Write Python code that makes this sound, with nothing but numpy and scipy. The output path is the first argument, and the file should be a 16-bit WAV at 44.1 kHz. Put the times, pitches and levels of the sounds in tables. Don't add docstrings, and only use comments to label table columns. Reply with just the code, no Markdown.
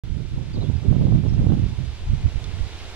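import sys
import numpy as np
from scipy import signal
from scipy.fft import rfft, irfft, next_fast_len
from scipy.io import wavfile
from scipy.ndimage import uniform_filter1d

SR = 44100
rng = np.random.default_rng(int(sys.argv[2]) if len(sys.argv) > 2 else 0)


def persist_wave(psi):
    counts = np.round(np.clip(psi, -1, 1) * 32767).astype(np.int16)
    wavfile.write(sys.argv[1], SR, np.atleast_2d(counts).T)


def invert_db(level):
    return 10 ** (np.asarray(level, dtype=float) / 20)


N = 130095


def at_hz(points, hz):
    table_hz, value = np.transpose(points)
    return np.interp(np.log(hz), np.log(table_hz), value)


def in_time(rows):
    curve = np.interp(np.arange(N) / SR, *np.transpose(rows))
    return uniform_filter1d(curve, size=800, mode="nearest")


def rms_one(x):
    return x / np.sqrt(np.mean(x ** 2) + 1e-20)


def drift(rate_hz):
    r = np.exp(-2 * np.pi * rate_hz * 20 / SR)
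    white = rng.standard_normal(N // 20 + 3002)
    slow = signal.lfilter([1], [1, -2 * r, r * r], white)[3000:]
    return np.interp(np.arange(N) / 20, np.arange(len(slow)), rms_one(slow))


def bands(x, spectrum, low_hz, count):
    size = next_fast_len(N)
    hz = np.maximum(np.arange(size // 2 + 1) * SR / size, 1)
    whole = rfft(x, size) * invert_db(at_hz(spectrum, hz))
    place = np.clip(2 * np.log2(hz / low_hz), 0, count - 1)
    for k in range(count):
        share = np.maximum(1 - abs(place - k), 0)
        yield low_hz * 2 ** (k / 2), irfft(whole * share, size)[..., :N]


# frequency in Hz, share from 0 to 1.
LIKENESS = [(300, 1), (1500, 0.79), (3000, 0.56), (6000, 0.25), (9000, 0.57), (13000, .05)]


def trees(spectrum, low_hz, count):
    out = 0
    together_db = 0.3 * drift(0.57)
    noise = rng.standard_normal((3, N))
    for hz, (mid, left, right) in bands(noise, spectrum, low_hz, count):
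        alike = np.clip(at_hz(LIKENESS, hz), 0, 1)
        wide = np.sqrt(alike) * mid + np.sqrt(1 - alike) * np.array([left, right])
        flicker_db = 0.7 * drift(16.0)
        out = out + invert_db(together_db + flicker_db) * wide
    return rms_one(out)


# frequency in Hz, level in dB per Hz.
ROAR = [(120, -16), (200, -2.5), (330, 4), (430, 2.5), (520, -1.5), (900, -1), (1600, -13), (2400, -13.5)]


def far_roar(swell_db):
    below_leaves_db, follows = -2, 1.12
    mean_db = swell_db.mean()
    roar_db = below_leaves_db + mean_db + follows * (swell_db - mean_db)
    spectrum = [(30, -46.0)] + ROAR + [(6000, -65)]
    return invert_db(roar_db) * trees(spectrum, 92, count=9)


# frequency in Hz, level in dB per Hz.
LEAVES = [(820, -30), (1400, -5), (1840, -5.5), (2110, -3), (3640, -2.5), (4190, -5.5), (8220, -17.5),
          (9560, -21.5), (15500, -38.5)]


def poplar_leaves(swell_db):
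    steep = [(500, -37)] + LEAVES[1:]
    return invert_db(swell_db) * trees(steep, 1150, count=9)


# start in seconds, length in seconds, then start, middle and end pitch in Hz.
NOTES = [(.531, .023, 4740, 4700, 4450), (.55, .016, 4550, 4100, 3480), (.573, .014, 3650, 3880, 3750),
         (.603, .035, 3560, 4000, 3520), (.638, .028, 3480, 3360, 3380), (1.284, .022, 5480, 5490, 5480),
         (1.331, .029, 5900, 5400, 4750), (1.852, .022, 4100, 4600, 5100), (.752, .034, 4880, 4900, 4800),
         (2.28, .032, 5450, 5500, 5520), (.668, .026, 3500, 3600, 3850), (1.302, .011, 5450, 5300, 5100)]
NOTE_DB = [-50, -47.5, -50, -47, -51, -52.5, -55, -56, -59, -60, -54, -57]
NOTE_PAN_DB = [-3, -2, -3, -1, 2, 4, 4, -4, 0, 0, 0, 6]
FLUTTER_DEPTH_HZ = [70, 50, 60, 155, 90, 15, 30, 60, 90, 15, 90, 15]


def birds():
    edge_s, flutter_hz, smear_t60_s, smear_db = .003, 170, .12, -10
    out = np.zeros((2, N))
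    rows = zip(NOTES, NOTE_DB, NOTE_PAN_DB, FLUTTER_DEPTH_HZ)
    for (start_s, length_s, first_hz, middle_hz, last_hz), db, pan_db, depth_hz in rows:
        t = np.arange(int(length_s * SR)) / SR
        u = t / length_s
        arch_hz = first_hz * (1 - u) * (1 - 2 * u) + 4 * middle_hz * u * (1 - u) + last_hz * u * (2 * u - 1)
        hz = arch_hz + depth_hz * np.sin(2 * np.pi * flutter_hz * t)
        edges = np.clip(np.minimum(t, length_s - t) / edge_s, 0, 1)
        note = np.sin(2 * np.pi * np.cumsum(hz) / SR) * edges
        side_db = np.array([[.5], [-.5]]) * pan_db
        first = int(start_s * SR)
        out[:, first:first + len(t)] += np.sqrt(2) * invert_db(db + side_db) * note
    tail = rng.standard_normal((2, 6000)) * invert_db(-60 * np.arange(6000) / SR / smear_t60_s)
    tail = tail / np.sqrt(np.sum(tail[0] ** 2))
    return out + invert_db(smear_db) * signal.fftconvolve(out, tail, axes=1)[:, :N]


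def knocks(events, modes):
    out = 0
    start_s, peak_db = np.transpose(events)
    for hz, level_db, t60_s in modes:
        uneven_db = rng.normal(0, 0.77, len(start_s))
        sign = rng.choice([-1, 1], len(start_s))
        clicks = np.full(N, 1e-18)
        clicks[(start_s * SR).astype(int)] = invert_db(peak_db + level_db + uneven_db) * sign
        r, w = invert_db(-60 / (t60_s * SR)), 2 * np.pi * hz / SR
        out = out + signal.lfilter([0, np.sin(w)], [1, -2 * r * np.cos(w), r * r], clicks)
    return out


# start in seconds, peak in dB.
TICKS = [
    (1.696, -47),
    (2.442, -36),
    (2.79, -45),
]
# frequency in Hz, level in dB, 60 dB decay in seconds.
TWIG = [(1100, -5, .02), (3500, 3, .025), (4300, 0, .02), (5200, -4, .012), (6200, -1, .015),
        (11000, -18, .01)]


def twig_ticks():
    return knocks(TICKS, TWIG)


def late(x):
    lag_s, left_db = 6.8e-5, -1.12
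    hz = np.arange(N // 2 + 1) * SR / N
    left = irfft(rfft(x[0]) * np.exp(-2j * np.pi * lag_s * hz), N)
    return np.array([invert_db(left_db) * left, x[1]])


# start in seconds, peak in dB.
SNAPS = [(0.926, -28), (0.939, -34), (0.959, -34), (0.994, -38), (1.011, -35), (1.048, -36), (1.068, -29),
         (1.088, -34), (1.122, -27), (1.163, -37), (1.237, -33), (1.265, -40), (1.334, -39), (1.379, -34),
         (1.412, -35), (1.426, -35), (1.454, -36), (1.468, -31), (1.499, -34), (1.521, -29), (1.535, -35),
         (1.549, -34), (1.578, -39), (.384, -38), (.569, -37), (.629, -35), (.737, -39)]
# frequency in Hz, level in dB, 60 dB decay in seconds.
SNAP_RING = [(514, -1, 0.02), (768, -6, 0.027), (1035, -7, 0.011), (1310, -16.5, .012)]


def port_snaps():
    soft = signal.butter(4, 1700, fs=SR, output="sos")
    return signal.sosfilt(soft, knocks(SNAPS, SNAP_RING)) * [[0], [invert_db(6.0)]] + 0


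# frequency in Hz, share.
FOLLOW = [(15, 0.11), (40, 0.86), (80, 0.43), (160, 1.475), (350, 1.22), (800, 1.58)]


def port(force, puffs, spectrum, skew):
    lump_db, lump_hz, patch_db, patch_hz = 2.5, 47.2, 4, 28.2
    lumpy_from_hz, lumpy_octaves = 35, 5
    steady = .75
    t = np.arange(N) / SR
    shapes = np.array([np.exp(-.5 * ((t - s) / length_s) ** 2) for s, _, length_s, _ in puffs])
    force_db = 20 + in_time(force)
    puff_db = np.array(puffs)[:, 1] @ shapes
    bright_db = np.array(puffs)[:, 3] @ shapes
    white = rng.standard_normal(N)
    lumps = rms_one(white * invert_db(lump_db * drift(lump_hz)))
    eddies = np.array([white, lumps]) * np.sqrt(SR / 2)
    out = 0
    for hz, (smooth, lumpy) in bands(eddies, spectrum, 15.74, count=12):
        lumpiness = np.clip(np.log2(hz / lumpy_from_hz) / lumpy_octaves, 0, 1)
        x = smooth + lumpiness * (lumpy - smooth)
        power = uniform_filter1d(x ** 2, size=int(300 + 2 * SR / hz))
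        power = uniform_filter1d(power, size=500) / np.mean(x ** 2)
        strike_db = uniform_filter1d(puff_db + bright_db * np.log2(hz / 120), size=int(SR / hz))
        gain_db = at_hz(FOLLOW, hz) * force_db + strike_db + patch_db * drift(patch_hz)
        out = out + x * invert_db(gain_db) / (power + 0.11) ** (steady / 2)
    push = out ** 2 / np.sqrt(uniform_filter1d(out ** 2, size=2000) + 1e-12)
    return out + skew * signal.sosfilt(signal.butter(2, 90, "high", fs=SR, output="sos"), push)


# time in seconds, force in dB.
FORCE_LEFT = [(0, -32), (.2, -83), (.33, -51.5), (.64, -59), (.8, -62.5), (1.02, -29.5), (1.15, -39.5),
              (1.33, -39), (1.5, -30), (1.7, -44.5), (1.8, -61), (2.0, -57), (2.08, -35), (2.26, -47),
              (2.35, -55), (2.6, -66), (2.95, -53.5)]
FORCE_RIGHT = [(0, -26), (.14, -25.5), (.3, -29), (.39, -27.5), (.5, -26.5), (.65, -22.5), (.8, -25.5),
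               (.92, -17.5), (1.17, -12.5), (1.23, -24.5), (1.5, -15.5), (1.65, -24), (1.72, -23),
               (1.98, -38.5), (2.12, -28), (2.65, -41), (2.78, -49.5), (2.95, -42.5)]
# time in seconds, level above the gust in dB, length in seconds, brightness in dB per octave.
PUFFS_LEFT = [(0.345, 9.5, 0.018, -5), (0.44, 10, .02, 10), (0.57, -2.5, 0.043, -11), (0.633, 12, 0.02, 6),
              (0.886, 10, 0.029, 2), (1.006, 7.5, 0.014, 0), (.98, 3.5, 0.0098, 7), (1.06, -1, .008, 2.5),
              (1.081, 12, 0.0069, -2), (1.123, 8.5, 0.025, 7.5), (1.155, 12, 0.013, -2.5),
              (1.228, 3.5, 0.015, 1.5), (1.31, 6, .012, -0.5), (1.37, 6, .012, -1),
              (1.415, 12.5, 0.0061, 1.5), (1.505, 7, 0.012, 1), (1.57, 6, .012, 0.5),
              (1.626, 3.5, 0.026, 1), (1.73, 6.5, 0.018, 7), (1.907, 9.5, 0.013, -4),
              (2.096, 4, 0.05, -2.5), (2.265, 13, 0.022, 4), (2.555, 11, 0.028, 2), (2.609, 18, 0.021, 13)]
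PUFFS_RIGHT = [(0.114, 8, 0.016, -4.5), (0.167, 10, 0.012, -0.5), (.255, 5.5, 0.012, -1),
               (0.336, 5.5, 0.013, 2.8), (0.397, 11, 0.023, 2), (0.574, 7.5, 0.017, 4),
               (0.631, 6.5, 0.018, 4.5), (0.702, 10.5, 0.013, 2.5), (0.944, 6, 0.018, -1),
               (1.386, 8, 0.0067, -6), (0.757, 6, 0.011, -2), (0.888, 15, 0.0037, -8),
               (0.911, 8.5, 0.0074, -3.5), (.968, 5.5, 0.003, -2.5), (1.02, 4.5, 0.018, 2.5),
               (1.052, 5.5, 0.01, -3.5), (1.107, 1, 0.0072, 0.5), (1.328, 12, 0.0037, -5),
               (1.352, 2, .007, 0), (1.44, 3.5, 0.015, 1.5), (1.467, 3.5, 0.0055, 2.5),
               (1.533, 7.5, 0.0099, -1.5), (1.592, 6, 0.011, 1.5), (1.621, 6, 0.005, -1),
               (2.03, -1, 0.0089, -13), (2.101, 15, 0.0065, -3), (2.185, 9, 0.018, -5),
               (2.252, 5, 0.013, -0.5), (0.854, 4.5, 0.014, 2), (.205, 4.5, 0.012, 3.5),
               (1.77, -3, 0.011, -2.5), (0.948, -1.5, 0.019, 2), (1.078, -4, 0.015, 3.5),
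               (1.131, 5.5, 0.01, -0.7), (1.173, 3.5, 0.014, -1), (1.254, 9, 0.016, 2.5),
               (1.3, 7.5, 0.034, -1.4), (1.39, 3.5, 0.019, 3.9), (1.511, 3.5, 0.03, 1.6),
               (1.652, 13, 0.016, -2.3), (1.821, 7.5, 0.032, 1.5), (1.92, 3.5, 0.047, -2.7),
               (2.093, 6, 0.006, 0), (2.137, 17, 0.0086, -1.8), (2.268, 10.5, 0.02, -3),
               (2.368, 13.5, 0.015, -5.5), (2.486, 13, 0.043, 0.5), (2.62, 15.5, 0.044, -0.6),
               (2.898, 0, 0.16, -5)]
# frequency in Hz, level in dB per Hz.
EDDY_LEFT = [(12, -61.5), (30, -39), (90, -38.5), (170, -52.5), (260, -51), (500, -71), (1000, -99),
             (2500, -110)]
EDDY_RIGHT = [(12, -60.5), (45, -43), (130, -41), (190, -48.5), (260, -57), (500, -73), (1000, -90.5),
              (2500, -108)]


def port_wind():
    fade = [(8000, -150)]
    left = port(FORCE_LEFT, PUFFS_LEFT, EDDY_LEFT + fade, skew=-0.56)
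    right = port(FORCE_RIGHT, PUFFS_RIGHT, EDDY_RIGHT + fade, skew=0.15)
    return np.array([left, right])


# time in seconds, level in dB.
LEAVES_SWELL = [(0.04, -51.5), (0.77, -49), (1.32, -49), (2.11, -47), (2.95, -43)]


def scene():
    swell_db = in_time(LEAVES_SWELL)
    far = far_roar(swell_db) + poplar_leaves(swell_db) + birds() + twig_ticks()
    return late(far) + port_snaps() + port_wind()


def low_pass(x):
    return signal.sosfilt(signal.butter(12, 15720, fs=SR, output="sos"), x)


def record(dry):
    start_s, top_hz, ceiling = .03627, 15720, .95
    started = np.arange(N) / SR > start_s
    dull = signal.sosfiltfilt(signal.ellip(8, .3, 50, top_hz, fs=SR, output="sos"), dry)
    rounded = ceiling * np.tanh(dull / ceiling)
    return low_pass(rounded * started)


dry = scene()
out = record(dry)
persist_wave(out)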